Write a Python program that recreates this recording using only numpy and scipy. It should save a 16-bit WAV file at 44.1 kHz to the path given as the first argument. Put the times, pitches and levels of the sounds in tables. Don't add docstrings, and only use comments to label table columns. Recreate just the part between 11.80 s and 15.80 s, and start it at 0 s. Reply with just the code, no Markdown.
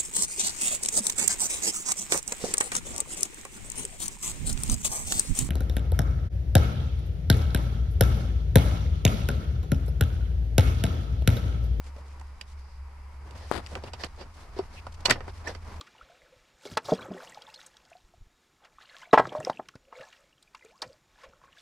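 import sys
import numpy as np
from scipy import signal
from scipy.fft import rfft, irfft
from scipy.io import wavfile
from scipy.ndimage import uniform_filter1d

SR = 44100
rng = np.random.default_rng(int(sys.argv[2]) if len(sys.argv) > 2 else 0)


def wav_out(sig):
    wavfile.write(sys.argv[1], SR, np.round(np.clip(np.atleast_2d(sig).T, -1, 1) * 32767).astype(np.int16))


N = 176400


def undb(db):
    return 10 ** (np.asarray(db) / 20)


def unit(x):
    return x / np.sqrt(np.mean(x ** 2) + 1e-20)


def pan(db):
    return undb(np.array([[db], [-db]]) / 2)


def add(out, start, sound):
    i = max(int(start * SR), 0)
    out[:, i:i + sound.shape[1]] += sound[:, :N - i]


def curve(points):
    return undb(np.interp(np.arange(N) / SR, *np.array(points).T))


def walk(per_s):
    hold = int(SR / per_s)
    steps = np.repeat(rng.standard_normal(N // hold + 1), hold)
    return unit(uniform_filter1d(steps, hold)[:N])


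def fade(t, t60):
    return np.exp(-np.log(1000) * t / max(t60, .002))


def stroke(sound, length):
    size = int(length * SR)
    return sound[:, :size] * np.sin(np.linspace(0, np.pi, size))


def width(hz, wide_hz=2800):
    return np.sqrt(hz / (hz + wide_hz))


def colour(pair, spectrum, tilt_db=0):
    size = pair.shape[1]
    f = np.maximum(np.fft.rfftfreq(size, 1 / SR), 1)
    hz, db = np.array(spectrum).T
    octaves = np.log2(np.clip(f, hz[0], hz[-1]) / hz[0])
    gain = undb(np.interp(np.log(f), np.log(hz), db) + tilt_db * octaves)
    roll_off = np.sqrt((1 + (hz[0] / f) ** 6) * (1 + (f / hz[-1] / 2) ** 8))
    mid, side = rfft(pair) * gain / roll_off
    return unit(irfft([mid + width(f) * side, mid - width(f) * side], size))


def grains(size, slips_per_s=2500, spread_db=0.5, floor=0.58):
    slips = rng.random(size) < slips_per_s / SR
    strength = undb(spread_db * np.minimum(rng.exponential(size=size), 3))
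    return rng.standard_normal((2, size)) * (floor + slips * strength)


def mode(t, hz, t60):
    phase = width(hz) * rng.choice([-1, 1]) * np.array([[1], [-1]]) * 0.84
    return np.sin(2 * np.pi * hz * t + phase) * fade(t, t60)


def struck(modes, blows, attack_s, damp_s=10):
    out, t = np.zeros((2, N)), np.arange(SR // 3) / SR
    envelope = np.minimum(t / attack_s, 1) * fade(t ** 2 / damp_s, damp_s)
    for start, db, pan_db in blows:
        ring = sum(undb(mode_db) * mode(t, hz * (1 + .008 * rng.standard_normal()), t60)
                   for hz, mode_db, t60 in modes)
        add(out, start, undb(db) * pan(pan_db) * ring * envelope)
    return out


def cabin(low_hz=69.3, high_hz=81.7, swell_db=6.5):
    # t/s, level/dB
    low_ride = [(0, -42.5), (.52, -42.5), (.58, -58), (.78, -39), (.91, -49), (1.03, -39.5), (1.12, -49.5),
                (1.2, -42.5), (1.9, -42.5), (2.5, -60.5), (4, -54)]
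    high_ride = [(0, -69), (1.3, -85), (1.6, -47), (2.8, -54.5), (3.15, -45.5), (4, -44)]
    # f/Hz, level/dB
    rumble_eq = [(20, 8), (27, -1), (38, -5.5), (52, 3), (85, -7.5), (110, -21)]
    air_eq = [(128, -9), (166, -9), (277, -23), (384, -8.5), (700, -10.5), (959, -0.5), (1630, -12),
              (2210, -11), (3320, -24.5), (4330, -24.5), (4790, -18.5), (6120, -27), (13000, -32)]
    t, hum = np.arange(N) / SR, 0
    for hz, ride in ((low_hz, low_ride), (high_hz, high_ride)):
        level = np.sqrt(2) * curve(ride) * undb(0.91 * walk(13))
        hum += level * np.sin(2 * np.pi * hz * t + 0.72 * walk(8.2))
    rumble = undb(-51 + swell_db * t / t[-1]) * colour(rng.standard_normal((2, N)), rumble_eq)
    air = undb(-58 + walk(5.65)) * colour(rng.standard_normal((2, N)), air_eq)
    rumble_side = undb(-72) * colour(rng.standard_normal((2, N)), rumble_eq) * np.array([[1], [-1]])
    return hum + rumble + air + rumble_side


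def rustle(flicker_db=2.5, grit_db=1.5, flutter_db=3, split_hz=2230):
    # t/s, level/dB
    ride = [(0, -60), (.3, -58.5), (.52, -58.5), (.72, -60), (1.05, -71.5), (1.38, -61.5), (1.5, -51.5),
            (1.66, -47), (1.86, -51), (2.1, -47), (2.32, -55.5), (2.58, -54), (2.7, -52.5), (2.85, -52.5),
            (3.1, -51), (3.45, -51.5), (3.85, -53.5), (4, -48)]
    # f/Hz, level/dB
    cloth_eq = [(88, 16.5), (150, 2.5), (443, -4), (970, -1.5), (2130, -12), (3450, -18.5), (5110, -17),
                (7290, -24.5), (13000, -32.5)]
    cloth = colour(grains(N), cloth_eq) * curve(ride)
    cloth *= undb(flicker_db * walk(21.98) + grit_db * walk(150))
    dull = signal.sosfiltfilt(signal.butter(2, split_hz, fs=SR, output="sos"), cloth)
    bright = cloth - dull
    return dull * undb(flutter_db * walk(18)) + bright * undb(flutter_db * walk(18))


def sleeve_swishes(crinkle_db=2.5):
    # t/s, length/s, level/dB
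    sweeps = [(0.015, .09, -58.5), (0.151, 0.071, -64.5), (0.231, 0.13, -62), (0.396, 0.0059, -51.5),
              (0.654, .1, -60.5), (1.87, 0.11, -56), (2.354, 0.027, -63), (2.531, .03, -59.5),
              (2.585, 0.055, -60.5), (3.12, 0.015, -54), (3.133, 0.031, -57), (3.203, .012, -54)]
    # f/Hz, level/dB
    sleeve_eq = [(2000, 3), (4900, 1.5), (8200, -2.5), (12000, -14)]
    out = np.zeros((2, N))
    for start, length, db in sweeps:
        cloth = stroke(colour(grains(SR // 4), sleeve_eq), length)
        crinkle = unit(undb(crinkle_db * walk(126))[:cloth.shape[1]])
        add(out, start, undb(db) * cloth * crinkle)
    return out


def knock(band_db, t60, pan_db, detune=.02, noise_db=-1.5, tail_db=-8, tail_t60=0.098):
    # f/Hz, level/dB, ring time as a multiple of t60
    modes = [(258, -15.5, 1.2), (390, -3.5, 1.3), (537, -1.5, 1.1), (766, 2.5, 1.1), (947, 6.5, 1),
             (1205, -1.5, 1), (1496, 0, 1.3), (1787, 3.5, 1.2), (2005, 6, 1.2), (2325, -5.5, 1.2),
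             (2807, -8, 1.3), (4560, 0.5, 1), (4800, -2.5, 1), (5560, -5, 1.3), (7190, -8.5, .9),
             (7900, -4.5, .8)]
    edges = [105, 620, 1300, 2600, 6000, 14000]
    t, ring, out = np.arange(SR // 4) / SR, 0, 0
    for hz, db, multiple in modes:
        gain = undb(db) * rng.choice([-1, 1])
        ring += gain * mode(t, hz * (1 + detune * rng.standard_normal()), t60 * multiple)
    noise = colour(rng.standard_normal((2, len(t))), [(100, 7.5), (2000, 8.5), (13000, -21)])
    tail = undb(tail_db) * min(t60 / 0.045, 1) * fade(t, tail_t60)
    hit = unit(ring) + undb(noise_db) * unit(noise * (fade(t, t60) + tail))
    burst_gain = np.sqrt(0.0077 / t[-1])
    for db, low, high in zip(band_db, edges, edges[1:]):
        band = signal.sosfilt(signal.butter(3, [low, high], "band", fs=SR, output="sos"), hit)
        out += undb(db) * unit(band) * burst_gain * pan(pan_db * min(low / 2000, 1))
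    return out


def lid_knocks():
    # t/s, level/dB in five bands (bass, low mid, high mid, treble, top), t60/s, treble pan/dB
    hits = [(0.163, -47, -60, -59, -62.5, -70, 0.031, -7), (0.412, -58, -48, -55.5, -66, -64, 0.025, -14),
            (0.612, -55.5, -55, -49, -41.5, -51, 0.028, -6), (1.509, -53, -66, -66, -56, -61, 0.022, -10),
            (1.863, -70, -59, -61, -44.5, -56, 0.0077, 7), (1.869, -61, -66, -46.5, -50, -53, 0.019, 3),
            (1.953, -47, -38, -40.5, -44.5, -63, 0.017, -6), (1.958, -36, -41, -47, -66, -60, 0.064, -7),
            (2.037, -35.5, -55, -60, -45.5, -58, 0.053, -1),
            (2.134, -44, -38.5, -44, -39.5, -50, 0.043, -6),
            (2.236, -35.5, -36.5, -34, -34, -59, 0.032, -9), (2.245, -36, -41, -55, -42, -46, 0.028, -7),
            (2.410, -41.5, -44.5, -54, -51, -66, 0.1, -15), (2.788, -66, -37.5, -48, -45.5, -58, 0.078, -8),
            (3.067, -46, -36, -48, -50.5, -60, 0.03, -4),
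            (3.2547, -33.5, -24.5, -26, -25, -30.5, 0.071, -4.5),
            (3.281, -30.5, -28, -35, -61, -74, 0.17, 0), (3.2972, -27, -24.5, -24.5, -26.5, -38, 0.068, 15),
            (3.3057, -27.5, -25, -19.5, -26, -28.5, 0.056, -4),
            (3.3088, -30.5, -32.5, -17.5, -21.5, -26.5, 0.019, -11),
            (3.322, -34.5, -37, -36, -31, -54, 0.07, -9), (3.357, -44, -39.5, -42.5, -67, -78, 0.032, 0),
            (3.405, -41.5, -40, -42, -53.5, -68, 0.048, -8), (3.479, -37.5, -37, -44, -55, -62, 0.03, -2),
            (3.673, -43, -42, -34, -48, -47, 0.051, -8), (3.749, -43.5, -45, -45, -48.5, -61, 0.042, -9.5)]
    out = np.zeros((2, N))
    for start, *band_db, t60, pan_db in hits:
        add(out, start, knock(band_db, t60, pan_db))
    return out


def creaks(flutter_db=2, roughness=0.032):
    # t/s, length/s, f/Hz, rise as a share of f, level/dB, pan/dB
    squeaks = [(0.17, 0.032, 508, 0.23, -48, -3), (3.664, 0.02, 1713, 0.059, -31, -5),
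               (3.673, 0.017, 5700, 0.01, -41, -13)]
    out = np.zeros((2, N))
    for start, length, hz, rise, db, pan_db in squeaks:
        size = int(length * SR)
        progress = np.linspace(0, 1, size)
        grip = np.sin(np.pi * progress) ** 2 * unit(undb(flutter_db * walk(600)))[:size]
        pitch = hz * (1 + rise * progress + roughness * walk(hz / 2)[:size])
        add(out, start, undb(db) * pan(pan_db) * grip * np.sin(2 * np.pi * np.cumsum(pitch) / SR))
    return out


def lid_rubs():
    # t/s, length/s, level/dB, tilt/dB per octave
    rubs = [(0.23, .11, -63, -5), (1.45, 0.039, -51.5, -5), (1.579, 0.11, -50, 3),
            (1.904, 0.047, -43.5, -1.5), (2.058, .05, -48.5, 0.5), (2.186, 0.058, -42.5, 4),
            (2.246, 0.03, -43.5, 3), (2.371, 0.079, -46, 2), (2.759, 0.043, -45.5, 3),
            (2.924, 0.034, -52.5, 4.5), (3.25, 0.0063, -35, 3.5), (3.286, 0.03, -29, 1),
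            (3.328, 0.077, -43, -1.5), (3.481, 0.029, -45, 2), (3.639, 0.097, -39.5, 1.5),
            (3.676, 0.043, -42, 2.5)]
    # f/Hz, level/dB
    rub_eq = [(88, -14), (150, -1.5), (248, -3), (451, 2.5), (917, -2), (1250, -15.5), (1830, -10),
              (2470, -22), (4830, -19), (7020, -35), (13000, -47.5)]
    out = np.zeros((2, N))
    for start, length, db, tilt_db in rubs:
        add(out, start, undb(db) * stroke(colour(grains(SR // 4), rub_eq, tilt_db), length))
    return out


def catch_clicks(t60=.016):
    # t/s, level/dB, pan/dB
    clicks = [(0.6118, -32, -11), (1.9532, -30.5, -2)]
    # f/Hz, level/dB
    catch_eq = [(1700, -9), (2800, 5.5), (3800, -15)]
    out, t = np.zeros((2, N)), np.arange(SR // 16) / SR
    for start, db, pan_db in clicks:
        noise = colour(rng.standard_normal((2, len(t))), catch_eq)
        add(out, start, undb(db) * pan(pan_db) * noise * fade(t, t60))
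    return out


def narrow_hisses(relative_bandwidth=.12):
    # t/s, length/s, f/Hz, level/dB
    swells = [(0.74, .3, 4850, -67), (2.065, 0.028, 2830, -51.5), (2.956, 0.055, 2560, -50)]
    out = np.zeros((2, N))
    for start, length, hz, db in swells:
        resonance = signal.iirpeak(hz, 1 / relative_bandwidth, fs=SR)
        hiss = unit(signal.lfilter(*resonance, grains(SR // 2)))
        add(out, start, undb(db) * stroke(hiss, length))
    return out


def microphone_touch():
    bump_s, bump_width_s = 1.7146, 0.00033
    slide_s, lift_s, attack_s = 1.714, 1.778, 0.0039
    chatter_db, grit_db = 3, 4
    t = np.arange(N) / SR
    offset = (t - bump_s) / bump_width_s
    pulse = undb(-8) * (offset ** 2 - 1) / (1 + offset ** 2) ** 2
    tick = undb(-28.5) * np.exp(-offset ** 2) * rng.standard_normal(N)
    contact = np.clip((t - slide_s) / attack_s, 0, 1) * fade(np.maximum(t - lift_s, 0), t60=0.11)
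    chatter = unit(undb(chatter_db * walk(400)))
    # f/Hz, level/dB
    skin_eq = [(59, -34), (100, -6), (288, -1), (442, -4.5), (651, -2.5), (1000, -6.5), (1840, -10.5),
               (2300, -16), (5000, -18.5), (5700, -30.5), (8650, -28), (13000, -37)]
    skin = colour(grains(N) * undb(grit_db * rng.standard_normal(N)), skin_eq)
    return pan(14) * (pulse + tick + undb(-37) * contact * chatter * skin)


def bin_thumps():
    # f/Hz, level/dB, t60/s
    modes = [(384, 0, .17), (445, -11, .04), (700, -8, .065), (950, -7, .024)]
    # t/s, level/dB, pan/dB
    thumps = [(2.765, -33, 1), (2.791, -18, 1.1)]
    return struck(modes, thumps, attack_s=.003, damp_s=.048)


def latch_snaps():
    # f/Hz, level/dB, t60/s
    modes = [(2950, -5, .022), (3560, -6, .02), (4190, -1.5, .03), (4590, -5, .022), (4800, -4, .012),
             (5670, -8, .012), (6800, -15, .02)]
    # t/s, level/dB, pan/dB
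    snaps = [(3.2558, -20, -13), (3.2576, -19, -7), (3.2593, -19, -17.5)]
    return struck(modes, snaps, attack_s=.0002, damp_s=.05)


def cabin_boom():
    # f/Hz, level/dB, t60/s
    modes = [(116, -1, 0.34), (251, 5.5, 0.08)]
    # t/s, level/dB, pan/dB
    blows = [(3.303, -29.5, 0)]
    return struck(modes, blows, attack_s=0.004)


def scene():
    lock = latch_snaps() + catch_clicks()
    low_end = bin_thumps() + cabin_boom() + cabin()
    plastic = lid_knocks() + creaks()
    textures = rustle() + lid_rubs() + sleeve_swishes() + narrow_hisses() + microphone_touch()
    return lock + low_end + plastic + textures


def record(dry, ceiling=.95, top_hz=12150):
    rounded = ceiling * np.tanh(dry / ceiling)
    return signal.sosfilt(signal.ellip(8, .2, 70, top_hz, fs=SR, output="sos"), rounded)


dry = scene()
out = record(dry)
wav_out(out)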